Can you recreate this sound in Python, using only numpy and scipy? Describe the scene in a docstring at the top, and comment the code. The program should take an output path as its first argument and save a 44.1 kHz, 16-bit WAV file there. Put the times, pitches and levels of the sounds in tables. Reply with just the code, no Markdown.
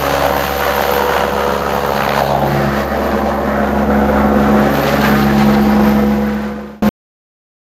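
"""On a steel ship deck, under a low hovering helicopter: its tail rotor hums, its blades roar, a turbine whines.
Blade beats are sine tones and filtered pulses; the roar is noise chopped by both rotors; the whine is fuzzy tones.
The microphone is carried from the open deck in among steel walls, where the hum swells and the roar turns dull.
Echoes, hard blade strikes, a low drone, wind and handling noise join in.
The sound is faded out, comes back at full level for a blink, and stops."""
import sys
import numpy as np
from scipy import signal
from scipy.fft import rfft, irfft, next_fast_len
from scipy.io import wavfile
from scipy.ndimage import uniform_filter1d, minimum_filter1d, map_coordinates

SR = 44100
rng = np.random.default_rng(int(sys.argv[2]) if len(sys.argv) > 2 else 0)


def materialize(psi):
    """Save the field psi as 16-bit PCM at rate SR to the path in sys.argv[1].

    A 1-D psi becomes a single channel; in a 2-D psi each row is a channel.
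    """
    bounded = np.clip(np.atleast_2d(psi).T, -1, 1)
    quanta = np.round(bounded * 32767).astype(np.int16)
    wavfile.write(sys.argv[1], SR, quanta)


N = 337793  # length in samples

# speed of the tail rotor [t/s, blade passes per second]
TAIL_SPEED = [(0, 70.1), (1.2, 70.08), (1.6, 70.25), (2, 70.05), (4, 70.25), (5.5, 70.3), (6.9, 70.2)]
TAIL_START, MAIN_START = .47, .35  # rotor positions at the start, in blade passes
MAIN_PER_TAIL = .375  # main blade passes for each tail blade pass
# hum: standing waves give each low harmonic its own course, before a small shared lift
# [t/s, first level/dB, second level/dB, third level/dB]
HUM = [(0, -28.5, -29.5, -44.5), (0.5, -30, -34.5, -36.5), (0.9, -31.5, -39.5, -33),
       (1.5, -31.5, -36, -30.5), (2.1, -33.5, -30, -28.5), (2.55, -28, -21, -28),
       (2.7, -28.5, -23.5, -20.5), (2.95, -27, -38, -35), (3.4, -29.5, -33, -24), (4.05, -23, -30.5, -17),
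       (4.3, -24, -29, -16), (4.62, -28, -25.5, -15), (4.84, -31.5, -25.5, -29.5), (5.02, -26.5, -24, -15),
       (5.3, -26.5, -22, -15.5), (5.5, -28, -22, -11), (5.66, -28, -30, -13.5), (5.85, -27, -27, -12),
       (6.25, -25, -27.5, -12.5), (6.6, -27.5, -35, -16.5), (6.86, -28.5, -26.5, -13)]
# the microphone's place [t/s, 0 on open deck to 1 among the walls]
SHELTER = [(0, 0.25), (2.3, 0.053), (2.5, 0.95), (3.4, 0.72), (4.4, 0.89), (4.9, 0.97), (5.3, 0.95),
           (6.9, 0.97)]

# colours of the noise layers on open deck and among the walls; only the shape counts [f/Hz, level/dB]
RUMBLE_OPEN = [(20, -28), (40, -29), (60, -21), (100, -24.5), (150, -1), (190, 4.5), (240, -3.5),
               (320, -1.5), (380, 4.5), (440, -0.5), (600, -50.5)]
RUMBLE_WALLS = [(20, -33), (35, -35.5), (50, -33.5), (100, -18.5), (150, -13), (190, -0.5), (240, 1.5),
                (300, -1.5), (380, -4.5), (440, -7.5), (600, -50.5)]
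ROAR_OPEN = [(280, -39.5), (400, -26), (490, -5.5), (580, 0.5), (680, -1.5), (780, -4), (880, -4.5),
             (980, -2.5), (1100, -8.5), (1500, -44.5)]
ROAR_WALLS = [(280, -40), (400, -1.5), (460, 2.5), (530, 4), (650, 2.5), (770, 2.5), (880, 0), (980, -5),
              (1100, -3), (1500, -49.5)]
RASP_OPEN = [(800, -29.5), (1050, -3), (1250, 2), (1550, -2), (1850, -5.5), (2250, -12), (3000, -41.5)]
RASP_WALLS = [(800, -27.5), (1100, -1), (1280, 1), (1550, 0.5), (1850, -1), (2250, -9.5), (3000, -42)]
HISS_OPEN = [(1700, -24.5), (2300, -3), (2900, 1.5), (3600, -5), (4400, -4), (5600, -11.5), (6500, -6.5),
             (7200, -13.5), (8000, -21.5), (10000, -15.5), (12500, -18), (15500, -32)]
HISS_WALLS = [(1700, -18.5), (2300, 3), (2900, 0), (3500, -2.5), (4100, -3.5), (5600, -9), (6900, -10),
              (8100, -19.5), (10000, -17.5), (12500, -21.5), (14000, -26), (15500, -40.5)]
# colour of one tail blade's pulse in both places; only the shape counts [f/Hz, level/dB]
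THUMP_OPEN = [(150, -42), (215, -25.5), (280, -13), (350, -30.5), (420, -5), (490, 2.5), (560, 1.5),
              (630, -8), (700, -6), (770, 4), (850, -4.5), (1000, -15.5), (1500, -30.5), (3000, -41)]
THUMP_WALLS = [(150, -37), (215, -20), (280, 1.5), (350, 8.5), (420, -2), (490, 2), (560, 2.5), (680, -7.5),
               (770, 4), (880, -12), (1250, -23.5), (1800, -27), (3000, -38)]
# colours of slaps, cracks and gusts; only the shape counts [f/Hz, level/dB]
SLAP = [(300, -24), (700, 1.5), (1050, 7), (2000, 8), (3000, 2.5), (4500, -6.5), (5500, -18.5), (8000, -40)]
CRACK = [(700, -12), (1500, 0), (3000, 0), (4500, -1), (5500, -12), (8000, -25)]
GUST = [(250, -20.5), (550, 1), (900, 1), (1700, -0.5), (2500, -13), (4500, -17), (8000, -37.5)]

# the load on the blades drives roar, rumble and thumps [t/s, level/dB]
ROAR_LEVEL = [(0, -18.5), (0.33, -15.5), (0.43, -20), (0.6, -18.5), (0.9, -15.5), (1.9, -18), (2.21, -16),
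              (2.3, -14.5), (2.345, -12), (2.47, -16), (2.8, -18), (3, -15.5), (3.75, -16.5), (3.95, -15),
              (4.4, -14.5), (5.05, -14.5), (5.25, -16.5), (6.1, -17.5), (6.36, -19.5), (6.62, -16.5),
              (6.86, -17.5)]
# the rasp of the blade tips [t/s, level/dB]
RASP_LEVEL = [(0.0, -24), (0.12, -23), (0.54, -22.5), (0.72, -19), (0.81, -21), (0.99, -20.5), (1.14, -22),
              (1.89, -26), (2.19, -21), (2.4, -29.5), (2.49, -20.5), (3.3, -27), (3.6, -22.5),
              (3.81, -25.5), (4.05, -22.5), (4.35, -24.0), (4.5, -20.5), (4.77, -20.5), (5.07, -17.5),
              (5.28, -22.5), (5.97, -23.5), (6.09, -25.5), (6.35, -22.5), (6.44, -20.5), (6.63, -22.5),
              (6.86, -24.5)]
# the hiss rises and falls as the microphone turns [t/s, level/dB]
HISS_LEVEL = [(0, -26), (0.9, -26), (1.1, -29), (1.5, -29), (1.9, -31.5), (2.15, -29), (2.29, -29),
              (2.35, -35), (2.55, -31.5), (3.5, -37), (4.3, -35), (4.6, -32.5), (4.84, -27), (5.02, -25.5),
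              (5.18, -29), (5.3, -30), (6.15, -33.5), (6.55, -33.5), (6.86, -29.5)]
# the turbine swells and sinks on its own [t/s, level/dB]
WHINE_LEVEL = [(0.0, -30.5), (0.15, -38), (0.36, -31.5), (0.66, -33.5), (0.93, -31.5), (1.41, -43.5),
               (2.16, -38.5), (2.22, -34.5), (2.31, -48.5), (2.46, -38), (2.67, -45.5), (2.76, -41),
               (3.45, -47), (4.65, -43), (4.83, -32), (4.92, -39), (5.1, -33.5), (5.31, -40), (5.7, -39.5),
               (5.76, -44.5), (5.88, -38.5), (6.63, -49.5), (6.86, -39.5)]
# offsets added to those levels (dB on open deck, dB among the walls)
RUMBLE_DB, ROAR_DB, THUMP_DB = (-13, -2.5), (-4, -1), (-3, -4.5)
RASP_DB, HISS_DB, WHINE_DB = (-1.5, 0), (-2.5, 0.5), (0.5, 0)
# middle pitch of the whine [t/s, f/Hz]
WHINE_PITCH = [(0, 13150), (.7, 13250), (1.3, 13310), (1.9, 13370), (2.4, 13280), (3.8, 13220), (5, 13270),
               (6.9, 13260)]
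CHIRP_DB = -4  # chirps against the whine's core
# the tail blades chop hardest in short spells [t/s, depth of the chop]
CHOP_DEPTH = [(0.38, 2.7), (0.55, 1.5), (0.85, 2.1), (1.5, 1.6), (1.9, 2.7), (2.13, 2.7), (2.25, 1.7)]
# standing waves lift and sink single overtones of the thumps
# {multiple of the blade rate: [t/s, level/dB]}
OVERTONE_LIFT = { 4: [(0.3, 8.5), (1, -6), (2.8, 0.5), (3.8, 6), (4.9, 0.5), (6, -10)], 5: [(0.4, -3.5),
                 (1.2, 9.5), (2.2, -5.5), (2.6, 4.5), (3, -5.5), (3.7, -5), (4.4, 1), (5.4, -1),
                 (6.2, -1.5), (6.5, -5.5)], 6: [(0.5, -3), (1.6, 7.5), (2.3, -2.5), (3.5, 1), (4.4, 11.5),
                 (5.5, -2)], 7: [(0.1, 0), (1.1, 2.5), (1.8, 0), (2.8, -11), (4, 0), (5.2, -3.5),
                 (5.9, 2.5), (6.3, 7), (6.6, 6), (6.86, -1.5)], 8: [(0.2, 3.5), (0.6, -1), (1.5, -3),
                 (2.3, 5), (2.7, -3), (3.6, -5.5), (4.7, 3.5), (5.4, -11)], 9: [(0.3, 9), (1, -3.5),
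                 (2.2, 3.5), (3, -2.5), (4, -7.5), (5.5, -3)], 10: [(0.6, -5), (1.4, 5), (2.2, 1),
                 (3.2, -3.5), (4.4, -2), (5.6, 3)], 11: [(0.6, 1), (1.3, -7.5), (2.2, -0.5), (2.9, -4),
                 (4.6, -2), (5.6, 1.5), (6.3, -6)]}
OVERTONE_WAVER_DB, OVERTONE_WAVER_RATE = 1, 6.7  # size, random points a second

# a band of the roar shines or is shaded [t/s, centre f/Hz, level/dB]
ROAR_SHEEN = [(0.3, 390, -6), (1.1, 420, 3.5), (2.3, 460, -1.5), (2.9, 580, 1.5), (4.2, 540, 3.5),
              (5, 560, -1.5), (5.6, 556, -1.5), (6.5, 550, -1.5)]
# a bright band in the rasp slides as the steel faces shift around the microphone
# [t/s, centre f/Hz, level/dB]
RASP_SHEEN = [(0.3, 1950, 1), (0.8, 1510, -1), (1.4, 1350, 4.5), (2, 1070, 2.5), (2.8, 1020, 4),
              (3.3, 1510, -0.5), (3.9, 1440, 6.5), (4.4, 1250, 4.5), (5, 1130, 2.5), (5.8, 1250, 2),
              (6.5, 1230, 1.5)]
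# as the microphone turns, a band of the hiss shines or is shaded [t/s, centre f/Hz, level/dB]
HISS_SHEEN = [(0.4, 3200, 0), (1.4, 2900, 2), (1.7, 4393, 0.5), (2.26, 4200, 7), (2.4, 3400, 4),
              (2.55, 4800, 2), (2.9, 4800, 3), (3.7, 4400, -2.5), (4.5, 4300, -2), (4.8, 4500, -0.5),
              (5.5, 4210, 3), (5.8, 5240, 4.5), (6.3, 5500, 0.5)]
ROAR_SHEEN_WIDTH_HZ, RASP_SHEEN_WIDTH_HZ, HISS_SHEEN_WIDTH_HZ = 60, 156, 550

# a spell in which every tail blade cuts a vortex and slaps
SLAP_PEAK_S, SLAP_SPREAD_S, SLAP_DB, SLAP_RISE_S = 2.075, 0.095, -11.5, .0007
SLAP_LAG = .19  # share of a blade pass by which the slap is late
# the hardest single blade strikes [t/s, knock level/dB, crack level/dB]
STRIKES = [(0.267, -14, -25), (0.295, -11, -30), (0.466, -26, -22), (0.666, -4, -31), (0.809, -6, -28),
           (0.853, -6, -37), (1.067, -18, -32), (1.111, -10, -26), (1.167, -11, -33), (1.239, -4, -34),
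           (1.528, -20, -31), (2.078, -12, -25), (2.092, -17, -16), (2.21, -5, -30), (2.221, 1, -30),
           (2.323, -3, -36), (2.352, 0, -36), (2.363, -7, -36), (4.754, -14.5, -23), (4.796, -20, -23),
           (4.836, -14, -21), (4.868, -20, -25), (4.894, -20, -19), (4.935, -22, -20)]
KNOCK_HZ, KNOCK_HALF_S, CRACK_HALF_S = 700, .0018, .0013

# the deck's echo comes sooner once the microphone sinks towards it [t/s, lag/ms]
DECK_LAG = [(0, 10.9), (.9, 10.35), (1.8, 10.25), (3, 9.0), (4, 8.15), (4.6, 8.0), (5.3, 6.25), (6, 6.15),
            (6.9, 5.7)]
WALL_LAG_MS = 3.95
DECK_ECHO, WALL_ECHO = (0.28, 0.48), (0.036, 0.17)  # share of the direct sound (open deck, walls)
# the nearest steel face [t/s, lag of its echo/ms, share of the direct sound]
FACE = [(0, 1.86, 0.02), (1, 2.06, 0.23), (1.7, 2.15, 0.02), (2.1, 1.1, 0.15), (2.36, 1.39, 0.22),
        (3.2, 1.8, 0.23), (4.1, 1.4, 0.18), (5.6, 2, 0), (6.15, 1.97, 0.18)]
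# a low drone between the steel walls [t/s, level/dB]
DRONE_LEVEL = [(3.5, -64), (4, -35), (4.5, -39), (4.9, -59.5), (5.5, -33), (6.9, -45)]

# wind brushes the microphone as it swings down [t/s, half length/s, level/dB]
PUFFS = [(2.54, .07, -23.5), (2.67, 0.044, -29)]
# gusts of downwash rush past [t/s, half length/s, level/dB]
GUSTS = [(2.96, .035, -26), (3.125, 0.018, -22.5), (4.98, 0.034, -25.5), (5.06, 0.033, -19)]
# faint rustles of handling [t/s, half length/s, level/dB]
RUSTLES = [(4.84, .008, -28), (4.878, .012, -27), (5.015, .006, -25), (5.225, .01, -24.5),
           (5.547, .008, -25.5)]
GRIT_DB, GRIT_RATE = 4, 500  # crackle of gusts and rustles: size, random points a second

# how alike left and right are in the noise layers [f/Hz, likeness 0-1]
ALIKE = [(25, .5), (55, .7), (100, .995), (160, .9999), (300, .9999), (780, .9999), (1100, .998),
         (2000, .993), (4000, .982), (6500, .94), (8000, .92), (11000, .93), (14000, .96)]
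# boost of the right port and equal cut of the left one [f/Hz, level/dB]
PORT_TILT = [(800, 0), (1400, .33), (4500, .35), (8000, .1)]
# fade, blink of full level and stop [t/s, gain]
FADER = [(0, 1), (5.9, 1), (6.822, .012), (6.824, 1), (6.890, 1), (6.891, 0), (7.7, 0)]
TOP_HZ = 15750  # nothing is kept from here up


def tail_hum(passes):
    """The hum is the three lowest harmonics of the tail rotor's blade passes, each wavering a little."""
    hum = 0
    for k, level_db in enumerate(curves(HUM), 1):
        phase = 2 * np.pi * (k * passes + rng.random()) + 0.05 * wobble(6.2)
        hum = hum + amp(level_db + 1.06 + 0.73 * wobble(17)) * np.sqrt(2) * np.sin(phase)
    return hum


def tail_thumps(passes, strength, shelter):
    """Each tail blade sends out one pressure pulse, its timing shaken by turbulent air."""
    jitter = 0.0074 * wobble(25)
    pulses = np.diff(np.floor(passes + jitter), prepend=0).clip(0) * strength
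    open_deck = unit(causal(pulses, THUMP_OPEN))
    walls = unit(causal(pulses, THUMP_WALLS))
    thumps = standing_waves((1 - shelter) * open_deck + shelter * walls, passes)
    # each pulse is spread over a few milliseconds, its low tones trailing
    spread = filtered(thumps, lambda hz: np.exp(-1j * 12 * np.log1p(hz / 500)))
    return amp(level(ROAR_LEVEL, THUMP_DB, shelter)) * spread


def standing_waves(thumps, passes):
    """Standing waves make single overtones of the thumps swell, sink and waver."""
    blade_hz = passes[-1] * SR / N  # close to the average blade rate
    result = thumps
    for k, rows in OVERTONE_LIFT.items():
        overtone = filtered(thumps, lambda hz: np.exp(-(2 * (hz / blade_hz - k)) ** 4))
        lift = amp(curves(rows)[0] + OVERTONE_WAVER_DB * wobble(OVERTONE_WAVER_RATE))
        result = result + (lift - 1) * overtone
    return result


def blade_wash(tail, strength, main, shelter):
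    """Turbulent air in the wake of the blades makes noise, which both rotors chop."""
    gust = wobble(22)

    def layer(driver, offsets_db, flutter_db, noise):
        """Noise at its driven level, with a flutter partly shared by all layers."""
        flutter = .5 * gust + .5 * wobble(17)
        return amp(level(driver, offsets_db, shelter) + flutter_db * flutter) * noise

    rumble = layer(ROAR_LEVEL, RUMBLE_DB, 0.34, carried(RUMBLE_OPEN, RUMBLE_WALLS, shelter))
    roar = layer(ROAR_LEVEL, ROAR_DB, 1.2, carried(ROAR_OPEN, ROAR_WALLS, shelter))
    rasp_noise = sheen(carried(RASP_OPEN, RASP_WALLS, shelter), RASP_SHEEN, RASP_SHEEN_WIDTH_HZ)
    rasp = layer(RASP_LEVEL, RASP_DB, 2.17, rasp_noise)
    hiss_noise = sheen(carried(HISS_OPEN, HISS_WALLS, shelter), HISS_SHEEN, HISS_SHEEN_WIDTH_HZ)
    hiss = layer(HISS_LEVEL, HISS_DB, 1.6, hiss_noise)

    body = patchy(sheen(rumble + roar, ROAR_SHEEN, ROAR_SHEEN_WIDTH_HZ) + rasp, depth_db=1.5)
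    # the walls' many reflections fill the gaps between the bursts
    body_chop = chop(tail, strength * (1 - .82 * shelter), depth=curves(CHOP_DEPTH)[0], fall=.19)
    hiss_chop = chop(tail, strength * (1 - .78 * shelter), depth=1.0, fall=.13)
    main_chop = chop(main, per_blade(main, scatter_db=3), depth=.18, fall=.25)
    return (body * body_chop + hiss * hiss_chop) * main_chop


def blade_slaps(passes):
    """In a short spell each tail blade cuts a vortex: a sharp burst of broad noise that dies away."""
    spell = np.exp(-((np.arange(N) / SR - SLAP_PEAK_S) / SLAP_SPREAD_S) ** 2)
    late = passes - SLAP_LAG
    age = late % 1 / curves(TAIL_SPEED)[0] / SLAP_RISE_S  # 1 at the peak of a burst
    bursts = per_blade(late, scatter_db=.7) * age * np.exp(1 - age)
    return amp(SLAP_DB) * spell * bursts * rush(SLAP)


def hard_strikes():
    """A blade that hits a vortex squarely gives a short hollow knock with a crack on top."""
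    knocks, cracks = np.zeros(N), np.zeros(N)
    t = np.arange(-SR // 100, SR // 100) / SR
    knock = np.exp(-(t / KNOCK_HALF_S) ** 2) * np.cos(2 * np.pi * KNOCK_HZ * t)
    crack = np.exp(-(t / CRACK_HALF_S) ** 2)
    for s, knock_db, crack_db in STRIKES:
        start = round(s * SR) - len(t) // 2
        knocks[start:][:len(t)] += amp(knock_db) * knock
        cracks[start:][:len(t)] += amp(crack_db) * crack
    return knocks + cracks * rush(CRACK)


def turbine(main, shelter):
    """A fuzzy whine on a skirt of hiss; each main blade scatters it into a short falling chirp."""
    pitch_hz = curves(WHINE_PITCH)[0]
    level_db = level(WHINE_LEVEL, WHINE_DB, shelter)
    core = unit(whistle(pitch_hz, width_hz=65) * amp(2.5 * wobble(45)))
    skirt = unit(whistle(pitch_hz + 100, width_hz=760))
    sweep = main % 1  # 0 to 1 over one main blade pass
    glide = whistle(pitch_hz + 1500 * (1 - sweep) ** 1.4, width_hz=70)
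    swell = np.sin(np.pi * sweep ** 1.4) ** 3
    chirps = unit(per_blade(main, scatter_db=4.5) * swell * glide)
    whine = unit(core + amp(-1.0) * skirt + amp(CHIRP_DB) * chirps)
    # a little of the whine reaches the two ports in opposite phase
    side = amp(-20) * whistle(pitch_hz, width_hz=200) * [[1], [-1]]
    return amp(level_db + 0.91 * wobble(23)) * (whine + side)


def whistle(pitch_hz, width_hz):
    """A tone made fuzzy: slow random noise shakes its size and phase."""
    def fuzz():
        return unit(filtered(rng.standard_normal(N), lambda hz: 1 / (1 + (hz / width_hz) ** 2)))

    phase = 2 * np.pi * np.cumsum(pitch_hz) / SR
    return fuzz() * np.cos(phase) + fuzz() * np.sin(phase)


def deck_drone():
    """A low wavering drone with a weak octave stands between the steel walls."""
    level_db = curves(DRONE_LEVEL)[0]
    phase = 2 * np.pi * np.cumsum(46.8 + 0.5 * wobble(5)) / SR
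    tones = np.sin(phase) + amp(-7.5) * np.sin(2 * phase)
    return np.sqrt(2) * amp(level_db + 1.49 * wobble(5.4)) * tones


def reflected(x, shelter):
    """Echoes off deck, nearest steel face and a wall comb the sound; moving the microphone slides the combs."""
    near_ms, near = curves(FACE)
    deck = np.interp(shelter, [0, 1], DECK_ECHO)
    wall = np.interp(shelter, [0, 1], WALL_ECHO)
    copies = deck * echo(x, curves(DECK_LAG)[0]) + wall * echo(x, WALL_LAG_MS)
    # sound bounces twice off the nearest face, so it honks when the face is close
    copies = copies + near * echo(x, near_ms) + near ** 2 * echo(x, 2 * near_ms)
    # clutter on the steel scatters the treble away
    dull = filtered(copies, lambda hz: 1 / (1 + (hz / 2200) ** 2))
    return (x + dull) / np.sqrt(1 + deck ** 2 + wall ** 2 + 2 * near ** 2)


def handling():
    """Puffs of wind, gusts and small rustles at the moving microphone are short swells of noise."""
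    t = np.arange(N) / SR

    def swells(rows):
        return sum(amp(db) * np.exp(-((t - s) / half) ** 2) for s, half, db in rows)

    wind = swells(PUFFS) * rush([(20, -25), (50, -14.5), (100, -1.5), (160, 6), (300, -25)])
    rustle = swells(RUSTLES) * rush([(1500, -15), (2500, -2.5), (4200, 0.5), (5500, -9), (9000, -30)])
    grit = unit(amp(GRIT_DB * wobble(GRIT_RATE)))
    return wind + grit * (swells(GUSTS) * rush(GUST) + rustle)


def amp(db):
    """Decibels to gain."""
    return 10 ** (np.asarray(db) / 20)


def unit(x):
    """Scale to an average (rms) strength of 1."""
    return x / np.sqrt(np.mean(x ** 2) + 1e-20)


def along(points, hz):
    """Read (f/Hz, value) points on a log frequency axis."""
    f, v = np.transpose(points)
    return np.interp(np.log(hz + 1), np.log(f + 1), v)


def curves(rows):
    """One value per sample for each column after the time."""
    s, *cols = np.transpose(rows)
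    return [np.interp(np.arange(N) / SR, s, c) for c in cols]


def level(driver, offsets_db, shelter):
    """A layer's level in dB: its driving level plus an offset that slides from open deck to walls."""
    open_db, walls_db = offsets_db
    return curves(driver)[0] + open_db + (walls_db - open_db) * shelter


def wobble(rate):
    """A smooth random curve through `rate` random points a second."""
    knots = np.arange(0, N * rate / SR + 1, 1 / 8)
    smooth = map_coordinates(rng.standard_normal(int(knots[-1]) + 4), [knots])
    return np.interp(np.arange(N) * rate / SR, knots, smooth)


def per_blade(passes, scatter_db):
    """A random, bounded strength for each passing blade, from a store of 1024."""
    strengths = amp(scatter_db * rng.uniform(-1.7, 1.7, 1024))
    return strengths[passes.astype(int) % 1024]


def chop(passes, strength, depth, fall):
    """Gain of rms 1: every passing blade throws a burst that swells fast and dies within the cycle."""
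    cycle = passes % 1
    age = cycle / fall  # 1 near the peak of the burst
    return unit(1 + depth * strength * age * np.exp(1 - age) * (1 - cycle))


def filtered(x, response):
    """Multiply the spectrum of x by a response that depends on frequency."""
    m = next_fast_len(N + 8192)
    return irfft(rfft(x, m) * response(np.fft.rfftfreq(m, 1 / SR)), m)[..., :N]


def causal(x, spectrum):
    """Filter x to the given (f/Hz, dB) shape with minimum phase: nothing sounds ahead of its pulse."""
    size = 4096
    cepstrum = irfft(np.log(colour(spectrum, np.fft.rfftfreq(size, 1 / SR))))
    fold = np.r_[1, np.full(size // 2 - 1, 2), np.zeros(size // 2)]
    pulse = irfft(np.exp(rfft(cepstrum * fold)))
    return signal.fftconvolve(x, pulse)[:N]


def colour(spectrum, hz):
    """Gain of (f/Hz, dB) points, falling steeply far above the last one."""
    return amp(along(spectrum, hz)) / (1 + (hz / (2 * spectrum[-1][0])) ** 4)


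def rush(spectrum):
    """Nearly mono coloured noise of rms 1: a shared part plus a small left-right difference."""
    m = next_fast_len(N)
    hz = np.fft.rfftfreq(m, 1 / SR)
    alike = along(ALIKE, hz)
    white = rng.standard_normal((2, len(hz))) + 1j * rng.standard_normal((2, len(hz)))
    shares = np.sqrt([1 + alike, 1 - alike])
    mid, side = irfft(white * colour(spectrum, hz) * shares, m)[:, :N]
    return unit(np.array([mid + side, mid - side]))


def carried(open_deck, walls, shelter):
    """Noise whose colour changes as the microphone moves in among the walls."""
    return np.sqrt(1 - shelter) * rush(open_deck) + np.sqrt(shelter) * rush(walls)


def echo(x, lag_ms):
    """Delay both channels by a steady or moving lag."""
    n = np.arange(N)
    return np.array([np.interp(n - lag_ms * SR / 1000, n, side) for side in x])


def patchy(x, depth_db):
    """Many drifting reflections lift and sink patches of the spectrum."""
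    z = signal.stft(x, nperseg=2048)[2]
    field = uniform_filter1d(rng.standard_normal(z.shape[1:]), size=2, axis=0)  # over frequency
    field = uniform_filter1d(field, size=16, axis=1)  # over time
    gain = unit(amp(depth_db * unit(field)))
    return signal.istft(z * gain, nperseg=2048)[1][:, :N]


def sheen(x, rows, width_hz):
    """A broad sliding peak or dip in the spectrum, from (t/s, centre f/Hz, level/dB) rows."""
    hz, t, z = signal.stft(x, SR, nperseg=512)
    s, centres, lifts = np.transpose(rows)
    bell = np.exp(-((hz[:, None] - np.interp(t, s, centres)) / width_hz) ** 2)
    gain = amp(bell * np.interp(t, s, lifts))
    return signal.istft(z * gain, nperseg=512)[1][:, :N]


def scene():
    """Both rotors turn on one gearbox, so their blade passes keep a fixed ratio; all sources add up."""
    tail = TAIL_START + np.cumsum(curves(TAIL_SPEED)[0]) / SR
    main = MAIN_START + tail * MAIN_PER_TAIL
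    shelter = np.clip(curves(SHELTER)[0], 0, 1)
    strength = per_blade(tail, scatter_db=0.14)
    rotors = tail_thumps(tail, strength, shelter) + blade_wash(tail, strength, main, shelter)
    rotors = reflected(rotors + blade_slaps(tail), shelter)
    tones = tail_hum(tail) + turbine(main, shelter) + deck_drone()
    return rotors + hard_strikes() + tones + handling()


def record(dry):
    """The microphone drops the deepest bass, a limiter holds the peaks, then fader and band limit follow."""
    def port_response(hz):
        tilt = amp(along(PORT_TILT, hz) * [[-1], [1]])
        return tilt * hz ** 4 / (hz ** 4 + 27 ** 4)

    ports = filtered(dry, port_response)
    needed = 1 / np.maximum(np.abs(ports).max(axis=0) / .94, 1)
    # the limiter turns down a little ahead of each peak and eases back after it
    gain = uniform_filter1d(minimum_filter1d(needed, size=221), size=221)
    return filtered(ports * gain * curves(FADER)[0], lambda hz: hz < TOP_HZ)


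dry = scene()
out = record(dry)
materialize(out)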